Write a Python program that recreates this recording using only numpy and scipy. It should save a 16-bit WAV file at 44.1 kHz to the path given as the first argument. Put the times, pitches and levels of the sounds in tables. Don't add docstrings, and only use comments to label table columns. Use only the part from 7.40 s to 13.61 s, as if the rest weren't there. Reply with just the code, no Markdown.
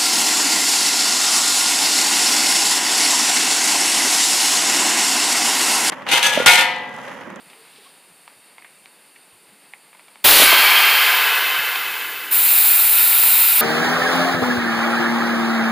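import sys
import numpy as np
from scipy.fft import rfft, irfft, next_fast_len
from scipy.io import wavfile
from scipy.ndimage import map_coordinates

SR = 44100
rng = np.random.default_rng(int(sys.argv[2]) if len(sys.argv) > 2 else 0)


def bounce(signal):
    frames = np.transpose(np.atleast_2d(signal))
    limited = np.clip(frames, -1, 1)
    pcm = np.round(limited * 32767).astype(np.int16)
    wavfile.write(sys.argv[1], SR, pcm)


N = 273861

VALVE_OPENS, NOZZLE_LIFTS, HOSE_OPENS = 2.8405, 3.39, 4.907


def amp(db):
    return 10 ** (np.asarray(db) / 20)


def unit(x):
    return x / np.sqrt(np.mean(x ** 2) + 1e-20)


def clock():
    return np.arange(N) / SR


def since(start):
    return np.maximum(clock() - start, 0)


def ramp(start, length):
    return np.clip((clock() - start) / length, 0, 1)


def pulse(t, attack, t60):
    t = np.maximum(t, 0)
    return (1 - np.exp(-t / attack)) * amp(-60 * t / t60)


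def wobble(rate):
    return map_coordinates(rng.standard_normal(int(N * rate / SR) + 4), [clock() * rate])


def filtered(x, response):
    size = x.shape[-1]
    padded = next_fast_len(size + 8192)
    return irfft(rfft(x, padded) * response(np.fft.rfftfreq(padded, 1 / SR)), padded)[..., :size]


def low_cut(x, corner_hz):
    return filtered(x, lambda f: -f * f / (corner_hz ** 2 - f * f + 1j * np.sqrt(2) * f * corner_hz))


def coloured(points):
    hz, db = np.transpose(points)
    gain = lambda f: amp(np.interp(np.log(f + 1), np.log(hz), db))
    return unit(filtered(rng.standard_normal(N), gain))


def resonate(x, modes):
    return filtered(x, lambda f: sum(
        (-1) ** k * amp(db) * 1j * f * width / (hz * hz - f * f + 1j * f * width)
        for k, (hz, width, db) in enumerate(modes)))


def hollow(modes):
    gain = lambda f: sum(amp(db) / (1 + 2 * ((f - hz) / width) ** 2) ** 2 for hz, width, db in modes)
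    return unit(filtered(rng.standard_normal(N), gain))


def swell(centre, half_length, hz, width, db):
    return amp(db) * np.exp(-((clock() - centre) / half_length) ** 2) * hollow([(hz, width, 0)])


def blend(a, b, share):
    return np.sqrt(1 - share) * a + np.sqrt(share) * b


def sway(x, depth, rate):
    place = np.cumsum(1 + depth * wobble(rate))
    return unit(map_coordinates(x, [place], order=3, mode="wrap"))


def reflected(x, echo_db):
    copies = np.zeros(N)
    for delay_s in rng.uniform(0.0015, 0.011, 8):
        lag = delay_s * SR * (1 + 0.004 * wobble(2))
        copies += rng.choice([-1, 1]) * map_coordinates(x, [np.arange(N) - lag], order=3)
    return unit(x + amp(echo_db) * unit(copies))


def background():
    # frequency in Hz, level in dB.
    yard_colour = [(30, -65), (100, -26), (145, -3.5), (330, -1), (600, -1.5), (900, -1), (1400, -3),
                   (2700, -1.5), (3400, -7), (5100, -7.5), (5500, -28.5), (7800, -28)]
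    leak_colour = [(3400, -47), (5400, -17), (6700, -16), (7000, -10.5), (8400, -7.5), (8900, 1),
                   (9600, -0.5), (10600, -8), (12500, -12), (14200, -10), (15500, -22)]
    # frequency in Hz, width in Hz, level in dB.
    leak_modes = [(915, 260, -3), (2110, 130, 0.5), (2650, 250, 0), (3680, 90, 2), (4500, 300, 2.5)]
    shade = 1 - np.exp(-since(0.35) / 0.36)
    yard = amp(-52 - 3 * shade + 0.6 * wobble(20)) * coloured(yard_colour)
    hiss = reflected(coloured(leak_colour) + amp(-8.5) * hollow(leak_modes), echo_db=-10)
    leak = amp(-52.5 - 2 * shade + 0.25 * wobble(18)) * hiss
    return yard + leak


def handling():
    # start in seconds, level in dB, pitch in Hz, ring time (t60) in seconds.
    bumps = [(0.062, -46, 170, .12), (0.697, -44, 174, 0.11), (0.96, -57, 105, .12), (1.925, -52, 100, .12),
             (2.08, -49.5, 150, 0.13), (2.119, -45, 200, 0.11), (3.663, -44, 79.5, 0.12),
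             (4.176, -37, 155, 0.14), (4.438, -63.5, 119, 3.5)]
    # centre and half length in seconds, frequency and width in Hz, level in dB.
    rubs = [(0.22, 0.069, 450, 90, -59), (0.386, 0.064, 420, 100, -62), (0.473, .018, 1084, 140, -54),
            (0.362, 0.17, 3600, 2800, -56.5), (0.475, 0.035, 3600, 2800, -53.5),
            (1.244, .06, 2200, 1000, -54)]
    out, t = np.zeros(N + SR), np.arange(SR) / SR
    for start, db, hz, t60 in bumps:
        ring = np.sin(2 * np.pi * hz * t) * pulse(t, attack=0.014, t60=t60)
        rattle = unit(resonate(rng.standard_normal(len(t)), [(hz, 90, 0)]))
        rattle *= pulse(t, attack=0.014, t60=0.11)
        out[round(start * SR):][:len(t)] += amp(db) * (ring + 0.37 * rattle)
    grain = amp(1.5 * wobble(83))
    return out[:N] + grain * sum(swell(*rub) for rub in rubs)


def contacts():
    # start in seconds, peak in dB, knock and tick weights in dB, scrape from 0 to 1.
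    clicks = [(0.1, -36, -10, 4, 0.4), (0.132, -34.5, -5, -8, 0.4), (0.878, -28.5, 2, -2, 0.13),
              (1.182, -28.5, -3, -6, 0.18), (1.221, -37.5, -5, -5, .95), (1.246, -30.5, -5, -13, 0.35),
              (1.458, -31, -7, -1, 0.05), (1.76, -37.5, -13, -7, 0.9), (2.3363, -23.5, -11, -17, 0.05),
              (2.53, -38, 0, -10, 0.6), (2.549, -36, 0, -13, 0.3), (2.595, -33.5, -3, -7, .2),
              (2.682, -39, -2, 0, 0.4), (2.757, -31.5, -1, -4, 0), (4.358, -11, -5.5, -1.5, 0.3)]
    # frequency in Hz, width in Hz, level in dB.
    nozzle_modes = [(910, 290, 5), (1700, 470, 0.5), (2234, 300, 7), (3650, 2200, -0.5)]
    out, t = np.zeros(N + SR), np.arange(SR // 4) / SR
    for start, db, knock_db, tick_db, scrape in clicks:
        grit = 0.23 * scrape * pulse(t, attack=0.00025, t60=0.035)
        scatter = 0.019 * pulse(t, attack=0.002, t60=0.13)
        force = (t == 0) + (grit + scatter) * rng.standard_normal(len(t))
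        weights = [knock_db, knock_db / 2, 0, tick_db]
        detunes = 1 + 0.025 * rng.standard_normal(len(nozzle_modes))
        modes = [(hz * detune, width, level + weight)
                 for (hz, width, level), weight, detune in zip(nozzle_modes, weights, detunes)]
        click = low_cut(resonate(force, modes), corner_hz=500)
        click = filtered(click, lambda hz: 1 / (1 + 1j * hz / 5000) ** 3)
        out[round(start * SR):][:len(t)] += amp(db) * click / np.abs(click).max()
    return out[:N]


def hose():
    # frequency in Hz, level in dB.
    sizzle_colour = [(3400, -56), (5800, -17.5), (7400, -7.5), (8900, -5), (11000, -3), (13000, 4.5),
                     (14300, 5), (15500, 2.5)]
    body_colour = [(12, -37), (20, -24), (304, -21), (405, -15.5), (579, -15.5), (684, -8.5), (911, -5),
                   (1180, -9), (1400, -3.5), (1910, -4), (2420, -2), (3300, -4.5), (3720, -1.5),
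                   (4190, -0.5), (6000, -15), (7800, -42), (13200, -120)]
    # frequency in Hz, width in Hz, level in dB.
    chuck_modes = [(7390, 300, -10.5), (9730, 610, -4.5), (10750, 380, -4), (11500, 200, -5.5),
                   (12600, 230, 1.5), (13600, 350, -4), (14140, 200, 0), (14700, 200, 3), (15230, 410, 5.5)]
    stem_modes = [(980, 270, -2.5), (1386, 140, 4.5), (2530, 700, 6), (3740, 93, 8.5), (5020, 220, -0.5)]
    sizzle_db, body_db, rise_db_per_s, attack_s = -11, -24.5, 1.5, 0.013
    t = since(HOSE_OPENS)
    sizzle = blend(coloured(sizzle_colour), sway(hollow(chuck_modes), depth=0.003, rate=4.4), share=0.34)
    body = blend(coloured(body_colour), hollow(stem_modes), share=0.29)
    sizzle = reflected(sizzle, echo_db=-13)
    flutter = amp(0.47 * wobble(6.9) + 0.33 * wobble(220))
    air = amp(sizzle_db) * sizzle + amp(body_db + rise_db_per_s * t + 0.57 * wobble(60)) * body
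    return (1 - np.exp(-t / attack_s)) * flutter * air


def fall(hold_s, db_per_s, knee_s):
    return db_per_s * knee_s * np.logaddexp(0, (clock() - VALVE_OPENS - hold_s) / knee_s)


def draining():
    # frequency in Hz, level in dB.
    rush_colour = [(40, -67), (100, -29), (230, -33.5), (400, -15.5), (600, -14), (730, -5.5), (1050, -1.5),
                   (1550, -2.5), (1900, -1.5), (3060, -2.5), (3470, -5.5), (4700, -9.5), (5700, -16.5),
                   (8450, -33)]
    fizz_colour = [(3240, -38), (5500, -16), (7200, -9), (8200, -12), (9500, -6.5), (10800, -5),
                   (11800, -7), (13200, 1), (14500, 3), (15500, -0.5)]
    # frequency and width in Hz, level in dB.
    rim_modes = [(1030, 120, -15), (1240, 130, -8), (1597, 190, -1), (2070, 140, 0), (2272, 89, 3.5),
                 (2486, 110, 2.5), (2690, 100, 1), (3010, 150, -1.5), (3200, 96, 2.5), (4330, 310, -7.5),
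                 (4880, 330, -11)]
    clear_modes = [(480, 150, -12), (1070, 240, -7), (1402, 65, 0), (1536, 103, 3), (1683, 110, 3),
                   (2048, 150, 3), (2247, 33, 0), (2614, 210, 3.5), (3020, 170, 1), (3660, 170, -6),
                   (4260, 200, -11)]
    rush_db = -11.5 - fall(hold_s=0.78, db_per_s=16, knee_s=0.22)
    fizz_db = -16.5 - fall(hold_s=0.66, db_per_s=11, knee_s=0.055)
    cavity = blend(hollow(rim_modes), hollow(clear_modes), share=ramp(3.57, 0.32))
    turbulence = reflected(coloured(rush_colour), echo_db=-9)
    rush = blend(turbulence, sway(cavity, depth=0.005, rate=7), share=0.54)
    rush *= amp(rush_db + 0.28 * wobble(45))
    eddies = amp(0.15 * rush_db - 45) * hollow([(412, 266, 0)])
    body = low_cut(rush + eddies, corner_hz=117)
    fizz = reflected(coloured(fizz_colour), echo_db=-19) * amp(fizz_db + 0.5 * wobble(40))
    unchoked = ramp(2.9, 0.21)
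    emptying = amp(-15 * since(HOSE_OPENS))
    return unchoked * (body + fizz) * emptying


def tire_flaps():
    # start in seconds, peak in dB.
    flaps = [(2.858, -11), (2.998, -11), (3.018, -8), (3.031, -13), (3.127, -9.5), (3.19, -15)]
    # frequency in Hz, width in Hz, level in dB.
    rubber_modes = [(280, 110, -4), (450, 170, -3), (660, 170, 1), (1200, 280, -2)]
    out, t = np.zeros(N), np.arange(SR // 8) / SR
    for start, db in flaps:
        slap = (t == 0) + 0.14 * rng.standard_normal(len(t)) * pulse(t, attack=0.00048, t60=0.021)
        thump = resonate(slap, rubber_modes)
        out[round(start * SR):][:len(t)] += amp(db) * thump / np.abs(thump).max()
    return out


def blast():
    # frequency in Hz, level in dB.
    jet_colour = [(20, -4.5), (40, -8), (160, -16), (300, -1.5), (700, 2), (1300, 3), (2400, 5.5),
                  (3600, 6.5), (4500, 4.5), (5700, -3.5), (8200, -2.5), (10500, 3), (12500, 3), (15000, 2)]
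    # centre and half length in seconds, frequency and width in Hz, level in dB.
    squeal = (3.042, .013, 10170, 380, -17)
    jet_db, attack_s, hold_s, halving_s, lift_s = -7, 0.0082, 0.19, 0.063, 0.36
    flow = ramp(VALVE_OPENS, attack_s) * (1 - ramp(NOZZLE_LIFTS, lift_s))
    flow /= 1 + since(VALVE_OPENS + hold_s) / halving_s
    spit = amp(-6) * hollow([(14800, 2200, 0)]) * (1 - ramp(2.9, 0.13))
    jet = flow * amp(jet_db + 0.3 * wobble(65)) * (coloured(jet_colour) + spit)
    return jet + tire_flaps() + swell(*squeal)


def scene():
    mix = blast() + draining() + hose() + contacts() + handling() + background()
    return np.array([mix, mix])


def record(dry):
    ceiling, top_hz = 0.89, 15520
    rounded = dry / (1 + np.abs(dry / ceiling) ** 5) ** (1 / 5)
    return filtered(rounded, lambda hz: np.clip((top_hz - hz) / 100 + 0.5, 0, 1))


dry = scene()
out = record(dry)
bounce(out)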